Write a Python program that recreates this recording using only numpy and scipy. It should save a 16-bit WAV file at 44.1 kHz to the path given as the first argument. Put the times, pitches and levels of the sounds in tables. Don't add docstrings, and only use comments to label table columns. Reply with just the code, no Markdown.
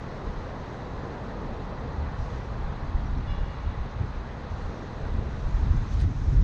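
import sys
import numpy as np
from scipy import signal
from scipy.io import wavfile
from scipy.ndimage import uniform_filter1d

SR = 44100
rng = np.random.default_rng(int(sys.argv[2]) if len(sys.argv) > 2 else 0)


def file_out(sig):
    cols = np.atleast_2d(sig).T
    lim = np.clip(cols, -1, 1)
    pcm = np.round(lim * 32767).astype(np.int16)
    wavfile.write(sys.argv[1], SR, pcm)


def linear_from_db(decibels):
    return 10 ** (np.asarray(decibels, float) / 20)


N = 283563

# frequency in Hz, density in dB per Hz.
HISS_SPECTRUM = [(1700, -25.5), (2300, -1.5), (2600, -1.5), (3100, -3.5), (3600, -2.5), (4050, -1.5),
                 (4600, -7), (5000, -10.5), (6000, -44.5)]
# frequency in Hz, density in dB per Hz.
FIZZ_SPECTRUM = [(4000, -30), (4900, -2.5), (5400, -1), (6400, -1.5), (6900, -6.5), (7400, -13.5),
                 (8000, -14.5), (8600, -21.5), (9300, -29), (10000, -44), (10600, -70.5)]
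# frequency in Hz, density in dB per Hz.
JET_SPECTRUM = [(11200, -43), (11900, -2), (12600, 3), (13600, -4), (14300, -7), (14900, -33)]
# time in seconds, level in dB above calm.
DRAUGHT = [(0, 1), (2.14, -1.5), (2.2, 3.5), (2.6, -1), (4.45, -1.5), (4.6, 2), (5.2, 0.5), (5.5, 3.5),
           (6.43, 5.5)]
# start in seconds, end in seconds, level in dB.
VENT_OPENINGS = [
    (-.5, 2.52, -94),
    (2.52, 2.76, -99),
    (2.76, 3.1, -94),
    (4.55, 6.01, -96),
]
# frequency in Hz, density in dB per Hz.
HUM_SPECTRUM = [(60, -12), (130, -3.5), (210, -0.5), (330, -6), (480, -2.5), (650, -8.5), (900, -19),
                (1500, -44)]
# frequency in Hz, density in dB per Hz.
ROAR_SPECTRUM = [(400, -34.5), (640, -4.5), (850, 0), (1050, -1), (1250, -4.5), (1500, -23.5), (2200, -41)]
# frequency in Hz, density in dB per Hz.
WHIR_SPECTRUM = [(850, -25.5), (1250, -4), (1400, -1), (1700, -3.5), (1980, -4.5), (2250, -13), (2600, -17),
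                 (3500, -49)]
# time in seconds, engine level in dB, tyre level in dB.
TRAFFIC = [(0, 0.5, -0.5), (1.5, 2, 0), (2.3, -2, 0.5), (2.85, -3, 0), (3.1, -6, -1), (4.2, -3, -1.5),
           (5.0, 1, -2), (5.6, -5, -2.5), (6.43, -6, -6)]
# multiple of the reed pitch, level in dB, extra fall in dB per second.
HORN_OVERTONES = [(1, 5, -8), (2, 0, 6), (3, -5, 8), (4, -5, -8), (5, -2, -3), (6, 0, 10), (7, -13, 5),
                  (8, -18, 10), (9, -14, 10)]
# middle in seconds, length in seconds, pitch in Hz, width in Hz, level in dB.
WHINES = [
    (1.25, .45, 1787, 12, -59.5),
    (1.3, .5, 1960, 12, -65),
    (1.93, .4, 1955, 12, -61),
    (3.4, .5, 1947, 12, -65),
    (1.2, 1.4, 798, 12, -57),
    (2.6, 1.1, 800, 12, -57),
    (3.4, .5, 800, 12, -58),
    (4.7, .9, 800, 12, -57),
]
# middle in seconds, length in seconds, pitch in Hz, width in Hz, level in dB.
SQUEAKS = [
    (3.072, .03, 5750, 450, -67),
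    (3.182, .018, 5550, 450, -64),
    (5.77, .02, 6270, 900, -63),
    (5.928, .035, 6200, 600, -61),
    (5.929, .03, 12300, 400, -82),
    (5.942, .012, 13300, 700, -82),
]
# time in seconds, blow level in dB, ring level in dB.
RATTLE_TICKS = [
    (5.9907, -38, -30),
    (6.0027, -24, -17),
    (6.0082, -33, -30),
    (6.0122, -27, -12),
    (6.0145, -28, -12),
    (6.0215, -38, -26),
]
# frequency in Hz, width in Hz, level in dB.
MOUNT_BODY = [(1500, 2500, 2), (3800, 3500, 2), (6200, 3000, -4), (9500, 3000, -15), (13000, 2500, -32)]
# frequency in Hz, width in Hz, level in dB.
MOUNT_RINGS = [(8100, 250, -1), (9860, 300, -5)]
# middle in seconds, length in seconds, level in dB.
SCUFFS = [
    (2.3, .3, -72),
    (3.08, .04, -72),
    (5.931, 0.046, -56),
    (6.006, 0.073, -56),
]
# frequency in Hz, density in dB per Hz.
SCUFF_SPECTRUM = [(1500, -12.5), (3000, 1.5), (4500, 2), (7000, -5.5), (9500, -22.5), (11000, -45),
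                  (12800, -34), (14500, -51)]
# time in seconds, peak level in dB.
MEMBRANE_SNAPS = [(2.9243, -93), (3.3962, -89), (3.7055, -86), (3.9988, -83), (4.9581, -94), (5.0394, -90),
                  (5.0893, -92), (5.3108, -89), (5.3398, -94), (5.6251, -79.5), (5.6974, -81),
                  (5.7718, -78), (5.9479, -81), (6.2068, -83), (6.2841, -87.5), (6.2841, -76.5),
                  (6.332, -80)]
# frequency in Hz, density in dB per Hz.
THUMP_SPECTRUM = [(6, -40.5), (14, -13.5), (24, -3), (34, 0.5), (46, 1), (58, -3), (75, -13), (110, -47),
                  (400, -120)]
# frequency in Hz, density in dB per Hz.
THROB_SPECTRUM = [(35, -36), (55, -9.5), (66, 1.5), (85, 0), (105, -7.5), (130, -21.5), (190, -48.5),
                  (600, -120)]
# frequency in Hz, density in dB per Hz.
FLUTTER_SPECTRUM = [(70, -31), (102, -5), (120, 2), (160, -7.5), (210, -10), (270, -14.5), (420, -26.5),
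                    (900, -61.5), (3000, -120)]
# time in seconds, level in dB.
BREEZE = [(0, -41.5), (1.15, -43), (1.5, -38), (1.9, -39), (2.5, -37), (2.85, -34.5), (3.2, -30.5),
          (3.45, -38.5), (3.55, -40.5), (4.0, -39.5), (4.3, -42), (4.85, -43), (5.15, -31.5), (5.38, -36.5),
          (5.65, -32.5), (5.9, -34.5), (6.1, -33), (6.43, -22.5)]
# middle in seconds, length in seconds, large-eddy level in dB, smaller eddies in dB above it.
BUFFETS = [(0.284, .06, -31.5, -8), (.4, 0.085, -33.5, -9), (0.977, 0.12, -38, -4), (2.014, 0.079, -42, 10),
           (2.227, 0.084, -28, -3), (2.36, .08, -38, -10), (2.641, 0.059, -24.5, -19),
           (2.955, 0.058, -23, -16), (3.008, .08, -28, -20), (3.14, 0.08, -30.5, -12),
           (3.303, 0.055, -25.5, -8), (3.417, 0.085, -24, -14), (3.679, 0.086, -29, -2),
           (3.807, 0.056, -28, -6), (4.005, 0.11, -34, 5.5), (4.17, 0.14, -32.5, -7),
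           (4.53, 0.057, -31.5, -3.5), (4.66, 0.17, -33, -4), (5.042, .07, -27.5, -6),
           (5.168, 0.12, -32.5, 0), (5.453, 0.042, -21.5, -12), (5.552, 0.078, -23.5, -11),
           (5.629, 0.065, -23, -2.5), (5.707, 0.046, -20.5, 0), (5.781, 0.067, -21, -7),
           (5.954, 0.053, -24, -5), (6.03, 0.14, -27.5, 5), (6.212, .06, -36, -7),
           (6.299, 0.044, -28.5, 7.5), (6.387, 0.074, -16.5, -7.5)]


def evened(x):
    return x / np.sqrt(np.mean(x ** 2) + 1e-20)


def steadied(x, length_s):
    power = abs(uniform_filter1d(x ** 2, round(length_s * SR))) + .05
    return evened(x / power ** 0.21)


def column(rows, index):
    table = np.array(rows)
    return np.interp(np.arange(N) / SR, table[:, 0], table[:, index])


def swell(middle_s, length_s):
    return np.exp(-.5 * ((np.arange(N) / SR - middle_s) / (length_s / 3)) ** 2)


def noise(spectrum, size, patchy_db, flicker_db):
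    frames = 2 * N // size + 3
    hz = np.fft.rfftfreq(size, 1 / SR)
    real, imag, patches = rng.standard_normal((frames, len(hz), 3)).T
    patches = uniform_filter1d(patches, size=9, axis=0)
    patches = evened(uniform_filter1d(patches, size=5, axis=1))
    flicker = rng.standard_normal(frames)
    table_hz, table_db = np.transpose(spectrum)
    shape_db = np.interp(np.log(hz + 1), np.log(table_hz + 1), table_db, left=-150, right=-150)
    level_db = shape_db[:, None] + patchy_db * patches + flicker_db * flicker
    z = (real + 1j * imag) * linear_from_db(level_db)
    return evened(signal.istft(z, window="cosine", nperseg=size)[1][:N])


def resonate(x, hz, width_hz):
    turn = np.exp(2j * np.pi * hz * np.arange(len(x)) / SR)
    pole = np.exp(-np.pi * width_hz / SR)
    smooth = signal.lfilter([1 - pole], [1, -pole], x / turn + 1e-18)
    return 2 * (turn * smooth).real


def lull():
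    start_s, depth_db, recovery_s = 6.04, -4, 0.33
    since_s = np.arange(N) / SR - start_s
    drop = np.clip(since_s / .02, 0, 1)
    return linear_from_db(depth_db * drop * np.exp(-np.maximum(since_s, 0) / recovery_s))


def air():
    hiss_db, hiss_follows, fizz_db = -58, .2, -67.5
    edge_s, leak_db = .05, -120
    draught_db = column(DRAUGHT, index=1)
    t = np.arange(N) / SR
    hiss = noise(HISS_SPECTRUM, size=512, patchy_db=0.8, flicker_db=-0.06)
    hiss = hiss * linear_from_db(hiss_db + hiss_follows * draught_db) * lull()
    fizz = noise(FIZZ_SPECTRUM, size=512, patchy_db=1.35, flicker_db=.5)
    fizz = fizz * linear_from_db(fizz_db + draught_db) * lull() ** 0.26
    valve = linear_from_db(leak_db)
    for start_s, end_s, db in VENT_OPENINGS:
        valve = valve + linear_from_db(db) * (np.tanh((t - start_s) / edge_s) - np.tanh((t - end_s) / edge_s)) / 2
    jet = noise(JET_SPECTRUM, size=512, patchy_db=2.0, flicker_db=1.3) * valve
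    return hiss + fizz + jet


def street():
    hum_db, roar_db, whir_db, whir_follows = -41, -45, -50.5, 0.29
    engines_db, tyres_db = column(TRAFFIC, index=1), column(TRAFFIC, index=2)
    hum = noise(HUM_SPECTRUM, size=2048, patchy_db=0.87, flicker_db=0.0) * linear_from_db(hum_db + engines_db)
    roar = noise(ROAR_SPECTRUM, size=2048, patchy_db=0.13, flicker_db=-0.6) * linear_from_db(roar_db + tyres_db)
    whir = noise(WHIR_SPECTRUM, size=1024, patchy_db=0.86, flicker_db=0.4)
    whir = whir * linear_from_db(whir_db + whir_follows * tyres_db)
    return hum + (roar + whir) * lull() ** .4


def horn():
    start_s, reed_hz, horn_db = 3.268, 571, -53.5
    attack_s, hold_s = .008, .05
    echo_db, echo_fall_db_per_s, echo_s = -7, 13, .47
    sag, sag_s = .015, .01
    wall_cycles, wall_db = 13.417, 1
    at = round(start_s * SR)
    since_s = np.arange(SR) / SR
    direct = np.minimum(since_s / attack_s, 1)
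    echo = linear_from_db(echo_db - echo_fall_db_per_s * since_s) * (since_s < echo_s)
    level = np.where(since_s < attack_s + hold_s, direct, echo)
    level = uniform_filter1d(level, size=260, mode="constant")
    level = uniform_filter1d(level, size=260) * np.tanh(since_s / .006) ** 2
    scattered = .2 + 1.1 * np.clip(since_s / .012 - 4.5, 0, 1)
    cycle_s = since_s - sag * sag_s * np.exp(-since_s / sag_s)
    out = np.zeros(N)
    for multiple, db, fall_db_per_s in HORN_OVERTONES:
        a, b = signal.resample(rng.standard_normal((2, 36 * multiple)), SR, axis=1)
        paths = (1 + scattered * (a + 1j * b)) / np.sqrt(1 + 2 * scattered ** 2)
        tone = (paths * np.exp(2j * np.pi * multiple * reed_hz * cycle_s)).real
        out[at:at + SR] += linear_from_db(horn_db + db - fall_db_per_s * since_s) * level * tone
    return out + linear_from_db(wall_db) * np.roll(out, round(wall_cycles / reed_hz * SR))


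def whines():
    out = np.zeros(N)
    for middle_s, length_s, hz, width_hz, db in WHINES + SQUEAKS:
        first = max(round((middle_s - length_s) * SR), 0)
        part = slice(first, round((middle_s + length_s) * SR))
        tone = rng.standard_normal(len(out[part]))
        tone = resonate(resonate(tone, hz, width_hz), hz, width_hz)
        out[part] += linear_from_db(db) * swell(middle_s, length_s)[part] * evened(tone)
    return out


def rattle():
    snap_s, snap_db, snap_hz = .016, -2, 8500
    blows, rung = np.zeros((2, N))
    for s, db, ring_db in RATTLE_TICKS:
        blows[round(s * SR)] = linear_from_db(db)
        rung[round(s * SR)] = linear_from_db(db + ring_db + 15)
    out = np.zeros(N)
    for k, (hz, width_hz, db) in enumerate(MOUNT_BODY):
        out += (-1) ** k * linear_from_db(db) * resonate(resonate(blows, hz, width_hz), hz, width_hz)
    for hz, width_hz, db in MOUNT_RINGS:
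        out += linear_from_db(db) * resonate(resonate(rung, hz, width_hz), hz, 4 * width_hz)
    highpass = signal.butter(6, snap_hz, "high", fs=SR, output="sos")
    thin = signal.sosfilt(highpass, rng.standard_normal(N))
    snaps = thin * sum(linear_from_db(db + snap_db) * swell(s + snap_s / 3, snap_s) for s, db in MEMBRANE_SNAPS)
    rubbing = sum(linear_from_db(db) * swell(s, length_s) for s, length_s, db in SCUFFS)
    scuffs = rubbing * noise(SCUFF_SPECTRUM, size=256, patchy_db=2.5, flicker_db=2.2)
    return out + snaps + scuffs


def wind():
    calm_db, throb_db, throb_follows = -41, -42.5, 0.92
    flutter_db, flutter_follows, flutter_in_buffet_db = -42, 0.61, -8
    flutter_lag_s = 0.038
    breeze_db = column(BREEZE, index=1)
    throb_db = throb_db + throb_follows * (breeze_db - calm_db)
    flutter_db = flutter_db + flutter_follows * (breeze_db - calm_db)
    big_power, small_power = np.zeros((2, N))
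    for middle_s, length_s, db, small_db in BUFFETS:
        gust_power = swell(middle_s, length_s) ** 2
        big_power += linear_from_db(2 * db) * gust_power
        small_power += linear_from_db(2 * (db + small_db)) * gust_power
    late_power = np.roll(small_power, round(flutter_lag_s * SR))
    late_power = late_power * (np.arange(N) > SR / 10) * linear_from_db(2 * flutter_in_buffet_db)
    thump = steadied(noise(THUMP_SPECTRUM, size=4096, patchy_db=-0.1, flicker_db=0.3), 0.048)
    throb = steadied(noise(THROB_SPECTRUM, size=4096, patchy_db=-1.26, flicker_db=-1.5), 0.045)
    flutter = steadied(noise(FLUTTER_SPECTRUM, size=2048, patchy_db=-0.43, flicker_db=-0.1), 0.077)
    thump = thump * np.sqrt(linear_from_db(breeze_db) ** 2 + big_power)
    throb = throb * np.sqrt(linear_from_db(throb_db) ** 2 + small_power)
    flutter = flutter * np.sqrt(linear_from_db(flutter_db) ** 2 + late_power)
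    return thump + throb + flutter


def scene():
    return (air() + street() + horn() + whines() + rattle() + wind())[None]


def roll_off(x):
    return signal.sosfilt(signal.butter(12, 14730, fs=SR, output="sos"), x)


def record(dry):
    return roll_off(dry)


dry = scene()
out = record(dry)
file_out(out)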